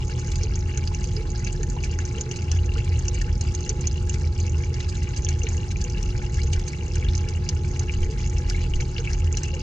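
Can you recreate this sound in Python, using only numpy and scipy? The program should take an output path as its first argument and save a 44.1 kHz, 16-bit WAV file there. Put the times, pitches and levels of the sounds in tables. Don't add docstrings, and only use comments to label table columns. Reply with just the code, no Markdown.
import sys
import numpy as np
from scipy import signal
from scipy.fft import rfft, irfft, next_fast_len
from scipy.io import wavfile
from scipy.ndimage import uniform_filter1d

SR = 44100
rng = np.random.default_rng(int(sys.argv[2]) if len(sys.argv) > 2 else 0)


def dump(signal):
    limited = np.clip(np.atleast_2d(signal).T, -1, 1)
    pcm = np.round(limited * 32767).astype(np.int16)
    wavfile.write(sys.argv[1], SR, pcm)


N = 424241

# frequency in Hz, lead in radians.
LEAD_OF_LEFT = [(30, 0), (400, -.15), (600, 0), (720, 2.1), (2100, 1.8), (3000, 1), (3250, 0), (3800, 1),
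                (4700, -.3), (5600, 0), (6900, -.5), (7700, -2.3), (8600, 0)]
# frequency in Hz, level in dB.
PORT_LOSS = [(6800, -1), (7600, -4), (8500, -16), (10000, -21.5), (12000, -38.5), (15000, -46)]
# frequency in Hz, relative level in dB.
DROP_COLOUR = [(700, 0), (1300, -5.5), (2400, -1.5), (3500, -5.5), (5000, -2.5), (6400, -1), (8000, -6),
               (9500, -2.5), (12000, -23)]


def gain_of(db):
    return 10 ** (np.asarray(db) / 20)


def evened(x):
    return x / np.sqrt(np.mean(x ** 2) + 1e-20)


def read(points, hz):
    f, value = np.transpose(points)
    return np.interp(np.log(hz + 1), np.log(f + 1), value)


def shaped(x, gain):
    size = next_fast_len(N + 8192)
    spectrum = rfft(x, size) * gain(np.fft.rfftfreq(size, 1 / SR))
    return irfft(spectrum, size)[..., :N]


def add(mix, s, sound):
    part = mix[round(s * SR):][:len(sound)]
    part += sound[:len(part)]


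def modes(table, hz):
    return sum(gain_of(db) / (1 + 2j * (hz - f) / width) for f, width, db in table)


def scatter(per_s, spread_db, clumps):
    happens = rng.random(N) < per_s * clumps / SR
    return happens * gain_of(spread_db * np.minimum(rng.exponential(1, N), 2.9))


def hum():
    # multiple of the pull rate, left level in dB, right level in dB, left's lead in radians.
    tones = [(3, -43.5, -42.5, 0.2), (7, -63, -47, 1.95), (10, -77, -72, 0.45), (11, -64.5, -67, 1.27)]
    pull_hz = 119.93
    t = np.arange(N) / SR
    out = np.zeros((2, N))
    for order, left_db, right_db, lead in tones:
        waver = gain_of(0.98 * evened(uniform_filter1d(rng.standard_normal(N), 9000)))
        turn = 2 * np.pi * (order * pull_hz * t + rng.random())
        both = np.sin([turn + lead, turn])
        out += np.sqrt(2) * waver * gain_of([[left_db], [right_db]]) * both
    return out


def wash():
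    # frequency in Hz, relative level in dB.
    spectrum = [(71, -37), (120, 2.5), (273, -15.5), (308, -14.5), (366, -14.5), (408, -19.5), (637, -29.5),
                (766, -32.5), (835, -23), (911, -25), (1010, -31.5), (1500, -39), (1600, -46.5),
                (2080, -67)]
    # frequency in Hz, likeness of left and right from 0 to 1.
    likeness = [(100, 0.99), (260, 0.97), (450, 0.91), (620, 0.14), (900, 0.65), (1600, 0.94)]
    a, b = rng.standard_normal((2, N))
    same = lambda hz: read(likeness, hz)
    colour = lambda hz: gain_of(read(spectrum, hz))
    delay = lambda hz: np.exp(-1j * read(LEAD_OF_LEFT, hz))
    left = shaped(a, colour)
    right = shaped(a, lambda hz: colour(hz) * same(hz) * delay(hz))
    right += shaped(b, lambda hz: colour(hz) * np.sqrt(1 - same(hz) ** 2))
    return gain_of(-34) * evened(np.array([left, gain_of(0.5) * right]))


def thuds():
    # middle in seconds, level in dB.
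    shifts = [(8.02, -18), (8.77, -19)]
    thud_hz, thud_s = 17.4, 0.16
    t = np.arange(0, thud_s, 1 / SR)
    sway = np.hanning(len(t)) * np.sin(2 * np.pi * thud_hz * t)
    out = np.zeros(N)
    for middle, db in shifts:
        add(out, middle - thud_s / 2, gain_of(db) * sway)
    return out


def rumble():
    # time in seconds, upper part in dB, deep part in dB.
    rumble_levels = [(0.0, -28.5, -22), (0.13, -29, -33.5), (0.45, -24, -23), (0.7, -25, -32.5),
                     (1.5, -29, -25), (2.22, -25.5, -34), (2.33, -38, -41), (2.57, -19, -25.5),
                     (2.97, -20, -35), (3.08, -28, -23.5), (3.4, -21, -29), (3.54, -27.5, -30.5),
                     (4.5, -22.5, -30), (4.75, -27, -32.5), (5.28, -22, -31.5), (6.27, -29, -24),
                     (6.54, -20.5, -35), (6.59, -24.5, -18.5), (6.7, -29, -44), (7.07, -23, -23.5),
                     (7.34, -24.5, -34), (8.68, -26.5, -24.5), (9.0, -31, -31), (9.14, -20.5, -24),
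                     (9.62, -30.5, -33.5)]
    # frequency in Hz, width in Hz (6 dB down once squared), half the level in dB.
    resonances = [(40.3, 8.9, 0.5), (51.8, 14.5, -2), (74.5, 9.6, -3.5), (82.2, 14.7, -1), (112, 33.4, -8),
                  (140, 27, -11.5), (191, 10, -32)]
    s, *levels_db = np.transpose(rumble_levels)
    t = np.arange(N) / SR
    noise, apart = rng.standard_normal((2, N))

    def colour(hz):
        power = sum(abs(modes([mode], hz)) ** 4 for mode in resonances)
        return np.sqrt(power) * hz ** 2 / (hz ** 2 + 20.0 ** 2)

    above = lambda hz, edge_hz: (1 + np.tanh((hz - edge_hz) / 4)) / 2
    upper = lambda hz: above(hz, 57.0) - above(hz, 99.0)
    deep = lambda hz: 1 - above(hz, 59.2)
    out = np.zeros(N)
    for db, band in zip(levels_db, (upper, deep)):
        part = evened(shaped(noise, lambda hz: colour(hz) * band(hz)))
        part /= uniform_filter1d(part ** 2, 5000) ** 0.3 + 0.5
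        out += gain_of(np.interp(t, s, db)) * evened(part)
    out += gain_of(-33) * evened(shaped(noise, lambda hz: colour(hz) * above(hz, 100.2)))
    out += thuds()
    apart = gain_of(-47) * evened(shaped(apart, colour))
    return out * gain_of([[-.2], [.2]]) + np.array([apart, -apart])


def gurgle(hz):
    t = np.arange(5000) / SR
    return t / 0.013 * np.exp(1 - t / 0.0091) * np.sin(2 * np.pi * hz * t * (.98 + .5 * t))


def gurgles():
    # start in seconds, level in dB, approximate pitch in Hz.
    trapped_air = [(0.434, -28.5, 438), (1.17, -28, 432), (1.594, -29.5, 434), (2.165, -30.5, 440),
                   (2.258, -31, 437), (2.764, -30, 450), (3.697, -31, 436), (4.599, -37, 466),
                   (5.437, -28, 444), (6.438, -33, 454), (7.292, -33.5, 448), (8.085, -27.5, 438),
                   (8.987, -28.5, 468), (9.531, -33.5, 528)]
    out = np.zeros(N)
    for s, db, hz in trapped_air:
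        add(out, s, gain_of(db) * gurgle(hz))
    surges = gain_of(4.0 * evened(uniform_filter1d(rng.standard_normal(N), 7000)))
    soft = np.zeros(N)
    for hz in np.linspace(400, 495, 12):
        soft += signal.oaconvolve(scatter(10., 5.0, surges), gurgle(hz))[:N]
    return out + gain_of(-49.0) * evened(soft)


def ports(hz):
    # frequency in Hz, left minus right level in dB.
    left_more = [(500, -5), (800, -16.5), (1200, 2), (2100, 0.5), (2900, 6), (3500, -0.5), (4300, -1),
                 (4700, -6.5), (5200, -14), (5750, 19), (6200, -13), (7300, 3), (8300, 6), (11000, 0)]
    half = gain_of(read(left_more, hz) / 2) * np.exp(.5j * read(LEAD_OF_LEFT, hz))
    return np.array([half, 1 / half])


def echoes(x, t60):
    at = np.arange(60, 6000, 20) + rng.integers(0, 20, (4, 3, 297))
    taps = np.zeros((4, 3, 6100))
    heights = rng.choice([-1., 1.], at.shape) * gain_of(-60 * at / SR / t60)
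    np.put_along_axis(taps, at, heights, 2)
    pattern = np.arange(N) // 1500 % 4
    out = np.zeros((3, N))
    for k, tail in enumerate(taps):
        piece = (x * (pattern == k))[None]
        out += signal.oaconvolve(piece, tail / np.linalg.norm(tail[0]), axes=1)[:, :N]
    return out


def bucket(x):
    # frequency in Hz, width in Hz, strength in dB.
    air = [(1680, 197, 6.5), (2200, 182, 8), (2700, 220, 6), (4120, 210, -2), (4730, 250, -4),
           (6190, 194, -1.5), (6650, 350, -5.5)]
    rung = shaped(x, lambda hz: 0.56 + modes(air, hz))
    shared, left, right = echoes(rung, 0.036)
    return shaped(rung + gain_of(-6.5) * shared, ports) + gain_of(-4.5) * np.array([left, right])


def bubble(hz, ring_ms, glide, rise_ms=0.23):
    t = np.arange(2600) / SR * 1000
    shape = (1 - np.exp(-t / rise_ms)) * np.exp(-t / ring_ms)
    pitch = hz * (1 + glide * np.tanh(t / ring_ms))
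    return shape / shape.max() * np.sin(2 * np.pi * np.cumsum(pitch) / SR)


def spit(hz, chance):
    out = np.zeros(3200)
    for k, (when, pitch) in enumerate(chance.reshape(-1, 2)):
        tiny = bubble(hz * (1 + .22 * (pitch - .55)), 0.64, 0.046, 0.15)
        add(out, (k + when) * 0.00045, (k + 1) * 0.58 ** k * tiny)
    return out / abs(out).max()


def tick(chance):
    t = np.arange(len(chance)) / SR * 1000
    return np.diff(chance, prepend=0) * t / 1.49 * np.exp(1 - t / 1.44)


def swarm(pitches_hz, per_s, spread_db, clumps):
    out = np.zeros(N)
    for k, hz in enumerate(pitches_hz):
        cycles, glide = [(3, .1), (5, .3)][k % 2]
        grain = bubble(hz, 1000 * cycles / hz, glide, 0.12)[:1200] / np.sqrt(cycles)
        grain = gain_of(read(DROP_COLOUR, hz)) * hz * grain
        out += signal.oaconvolve(scatter(per_s, spread_db, clumps), grain)[:N]
    return evened(out)


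def splashes():
    # peak time in seconds, level in dB before the bucket,
    # share of the power made by the larger bubbles from 0 to 1.
    bursts = [(0.364, -39, 0), (1.427, -37, 0.9), (1.473, -30, 0.1), (1.843, -32.5, 0), (2.015, -37, 0.99),
              (2.257, -39.5, .9), (2.364, -31, 0.14), (2.785, -36, 0.4), (3.144, -35, 0), (4.802, -33, 0.4),
              (4.892, -29.5, 0.01), (4.955, -37.5, 0.2), (5.031, -34, 0.4), (5.173, -31, 0),
              (5.473, -33.5, 1), (5.715, -36, 0.2), (6.395, -39, 0), (6.531, -27, 0.06),
              (6.68, -31.5, 0.01), (7.762, -41, 0), (8.11, -33.5, 0), (8.807, -29.5, 0.6),
              (9.103, -33.5, 0.66)]
    rise_s, fall_s = 0.0049, 0.007
    large, small = np.zeros((2, N))
    lead = 600 / SR
    t = np.arange(0, .07, 1 / SR) - lead
    swell = np.exp(-abs(t) / np.where(t < 0, rise_s, fall_s))
    for s, db, share in bursts:
        add(large, s - lead, gain_of(db) * np.sqrt(share) * swell)
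        add(small, s - lead, gain_of(db) * np.sqrt(1 - share) * swell)
    large *= swarm(np.geomspace(1500, 3200, 8), 90., 11.0, 0.9)
    small *= swarm(np.geomspace(3600, 8500, 8), 250., 4.4, 0.93)
    return large + small


def stream():
    # start in seconds, level in dB before the bucket,
    # middle pitch in Hz, impact tick level in dB with the ports' treble loss included.
    spits = [(0.08, -30, 6960, -66.5), (0.2895, -33, 5900, -71), (0.3172, -30, 6730, -50.5),
             (0.3564, -36.5, 6170, -50), (0.4332, -19, 5920, -76), (0.5555, -21, 6140, -78),
             (0.774, -21.5, 6760, -49.5), (0.8742, -22.5, 5200, -57), (0.947, -22.5, 6130, -78),
             (1.041, -28.5, 6270, -52), (1.1652, -23, 4730, -66), (1.303, -26.5, 6860, -75),
             (1.3578, -27, 4860, -78), (1.4468, -23.5, 5650, -55.5), (1.5272, -20.5, 7140, -59),
             (1.631, -25, 6190, -54), (1.699, -24, 7140, -70), (1.8418, -26, 6190, -62.5),
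             (1.9125, -32.5, 6240, -78), (1.988, -22.5, 6070, -79), (2.052, -25.5, 6300, -63),
             (2.21, -17.5, 6250, -58.5), (2.3127, -22.5, 6150, -63), (2.5156, -18, 5960, -49),
             (2.846, -23.5, 7740, -66), (2.9912, -29, 6600, -66), (3.082, -17, 5940, -71),
             (3.215, -35.5, 7750, -50.5), (3.41, -21, 5950, -49), (3.549, -20.5, 6600, -51.5),
             (3.6062, -27.5, 6840, -72), (3.6396, -29.5, 4260, -84), (3.693, -12, 6190, -66),
             (3.809, -25.5, 6460, -63), (3.871, -15.5, 6270, -53), (3.912, -30, 5040, -77),
             (4.0943, -17, 6750, -54), (4.1418, -32, 4620, -49.5), (4.401, -23, 6600, -84),
             (4.4953, -25.5, 6630, -73), (4.741, -25.5, 4750, -78), (5.1634, -29.5, 5940, -56),
             (5.247, -16, 6190, -67), (5.2874, -18, 6190, -48.5), (5.3921, -28, 6700, -84),
             (5.434, -19.5, 6100, -79), (5.4878, -22, 6650, -72), (5.5682, -28, 6640, -73),
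             (5.8138, -31, 5160, -52.5), (5.8406, -22.5, 6650, -75), (5.8985, -31.5, 5670, -62),
             (6.028, -23, 6200, -54), (6.3429, -29, 6320, -53), (6.417, -27, 4600, -72),
             (6.433, -28, 6100, -53), (6.5942, -35, 6200, -53), (6.9356, -32, 4800, -65),
             (6.955, -19.5, 6750, -52.5), (7.0855, -26.5, 3810, -82), (7.1346, -32.5, 3880, -77),
             (7.1515, -18, 5870, -73), (7.178, -24, 6000, -72), (7.287, -23.5, 5340, -53.5),
             (7.4897, -14.5, 5560, -55.5), (7.7941, -26.5, 6100, -50), (8.2737, -30.5, 6900, -58),
             (8.297, -26.5, 6230, -64), (8.3837, -24, 5760, -78), (8.4982, -18, 5880, -47),
             (9.1313, -19.5, 5200, -60), (9.199, -29.5, 6900, -61), (9.326, -20, 6360, -81),
             (9.371, -16, 6250, -48.5), (9.433, -18, 6660, -80)]
    # start in seconds, level in dB
    # before the bucket, starting pitch in Hz, ring time in ms, share the pitch climbs.
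    chirps = [(0.778, -39.5, 1520, 1.9, .05), (0.915, -35, 940, 5, 0.015), (1.473, -28.5, 2370, 1, 0.032),
              (1.634, -37.5, 1710, 2.6, .05), (1.766, -31, 925, 6.3, .02), (1.837, -28.5, 2400, 2.1, .05),
              (1.989, -25.5, 1600, 0.73, 0.055), (2.181, -30.5, 2970, 1.1, 0.063),
              (2.312, -29.5, 2840, 1.3, 0.052), (2.515, -31.5, 2780, 1.3, 0.067),
              (2.588, -34.5, 2780, 1.3, .06), (2.691, -36.5, 2740, 2, 0.032), (2.718, -43, 2600, 1.7, .05),
              (2.757, -36.5, 934, 4.6, 0.68), (3.081, -36, 2720, 1.3, 0.045), (3.214, -31, 1760, 3, .05),
              (4.097, -34, 2700, 1.2, 0.042), (4.545, -38, 2550, 1.7, .1), (4.638, -34, 2180, 1.3, .05),
              (5.267, -26, 3060, 1.1, 0.09), (5.418, -31, 2700, 1, 0.041), (5.468, -25, 2430, 0.78, 0.064),
              (5.759, -32.5, 2400, 1.3, 0.039), (6.232, -38, 885, 4.5, .02), (6.383, -39.5, 1556, 11, 0.49),
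              (6.733, -31, 2170, 1.1, 0.046), (6.913, -38, 2360, 1.3, .12), (6.957, -38, 1590, 2.1, 0.074),
              (7.026, -31.5, 2180, 1.2, 0.062), (7.047, -33.5, 3000, 2.5, .12), (7.087, -29, 3550, 2, .05),
              (7.49, -31, 2740, 1.1, .05), (7.809, -36.5, 880, 7.3, .02), (7.895, -24.5, 2450, 1.3, 0.036),
              (7.938, -34, 2880, 2, .05), (8.032, -34, 2920, 1.1, 0.068), (8.509, -32.5, 1550, 1.1, .05),
              (8.546, -32.5, 2133, 2.6, 0.045), (8.737, -24.5, 2880, 0.84, 0.045),
              (8.802, -31, 2240, 1.3, 0.046), (8.826, -34, 890, 3.5, 0.057),
              (8.965, -28.5, 2880, 1.2, 0.033), (8.982, -17, 3340, 0.28, 0.063),
              (9.052, -33, 2550, 1.7, .3), (9.073, -29.5, 2040, 3.2, 0.32), (9.376, -36, 2970, 2.2, 0.063),
              (9.461, -40, 2610, 2.7, 0.04), (9.503, -43.5, 2640, 2.9, 0.024)]
    loud = splashes()
    port_loss_db = read(PORT_LOSS, 10730)
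    chances = zip(rng.random((len(spits), 12)), rng.standard_normal((len(spits), 400)))
    for (s, db, hz, tick_db), (chance, crackle) in zip(spits, chances):
        add(loud, s, gain_of(db) * spit(hz, chance))
        add(loud, s - 0.0005, gain_of(tick_db - port_loss_db) * tick(crackle))
    for s, db, hz, ring_ms, climb in chirps:
        add(loud, s, gain_of(db) * bubble(hz, ring_ms, climb, 0.3 * ring_ms))

    clumps = gain_of(3.4 * evened(uniform_filter1d(rng.standard_normal(N), 1200)))
    small = swarm(np.geomspace(700, 9000, 32), 42., 6.54, clumps)
    ticks = np.zeros(N)
    for crackle in rng.standard_normal((3, 400)):
        ticks += signal.oaconvolve(scatter(6.4, 12.0, clumps), tick(crackle))[:N]
    fizz = shaped(rng.standard_normal((3, N)), lambda hz: gain_of(read(DROP_COLOUR, hz)))
    fizz = evened(fizz * clumps ** 0.28)
    drops = loud + gain_of(-46) * small + gain_of(-55.5) * evened(ticks) + gain_of(-60.5) * fizz[0]
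    return drops, gain_of(-51.5) * fizz[1:]


def scene():
    drops, fizz = stream()
    return bucket(drops) + fizz + gurgles() + hum() + rumble() + wash()


def record(dry):
    dull = shaped(dry, lambda hz: gain_of(read(PORT_LOSS, hz)))
    dull += gain_of(-85.5) * rng.standard_normal(dry.shape)
    low_pass = signal.firwin(511, 15500, window=("kaiser", 9), fs=SR)
    return signal.oaconvolve(dull, low_pass[None], "same", axes=1)


dry = scene()
out = record(dry)
dump(out)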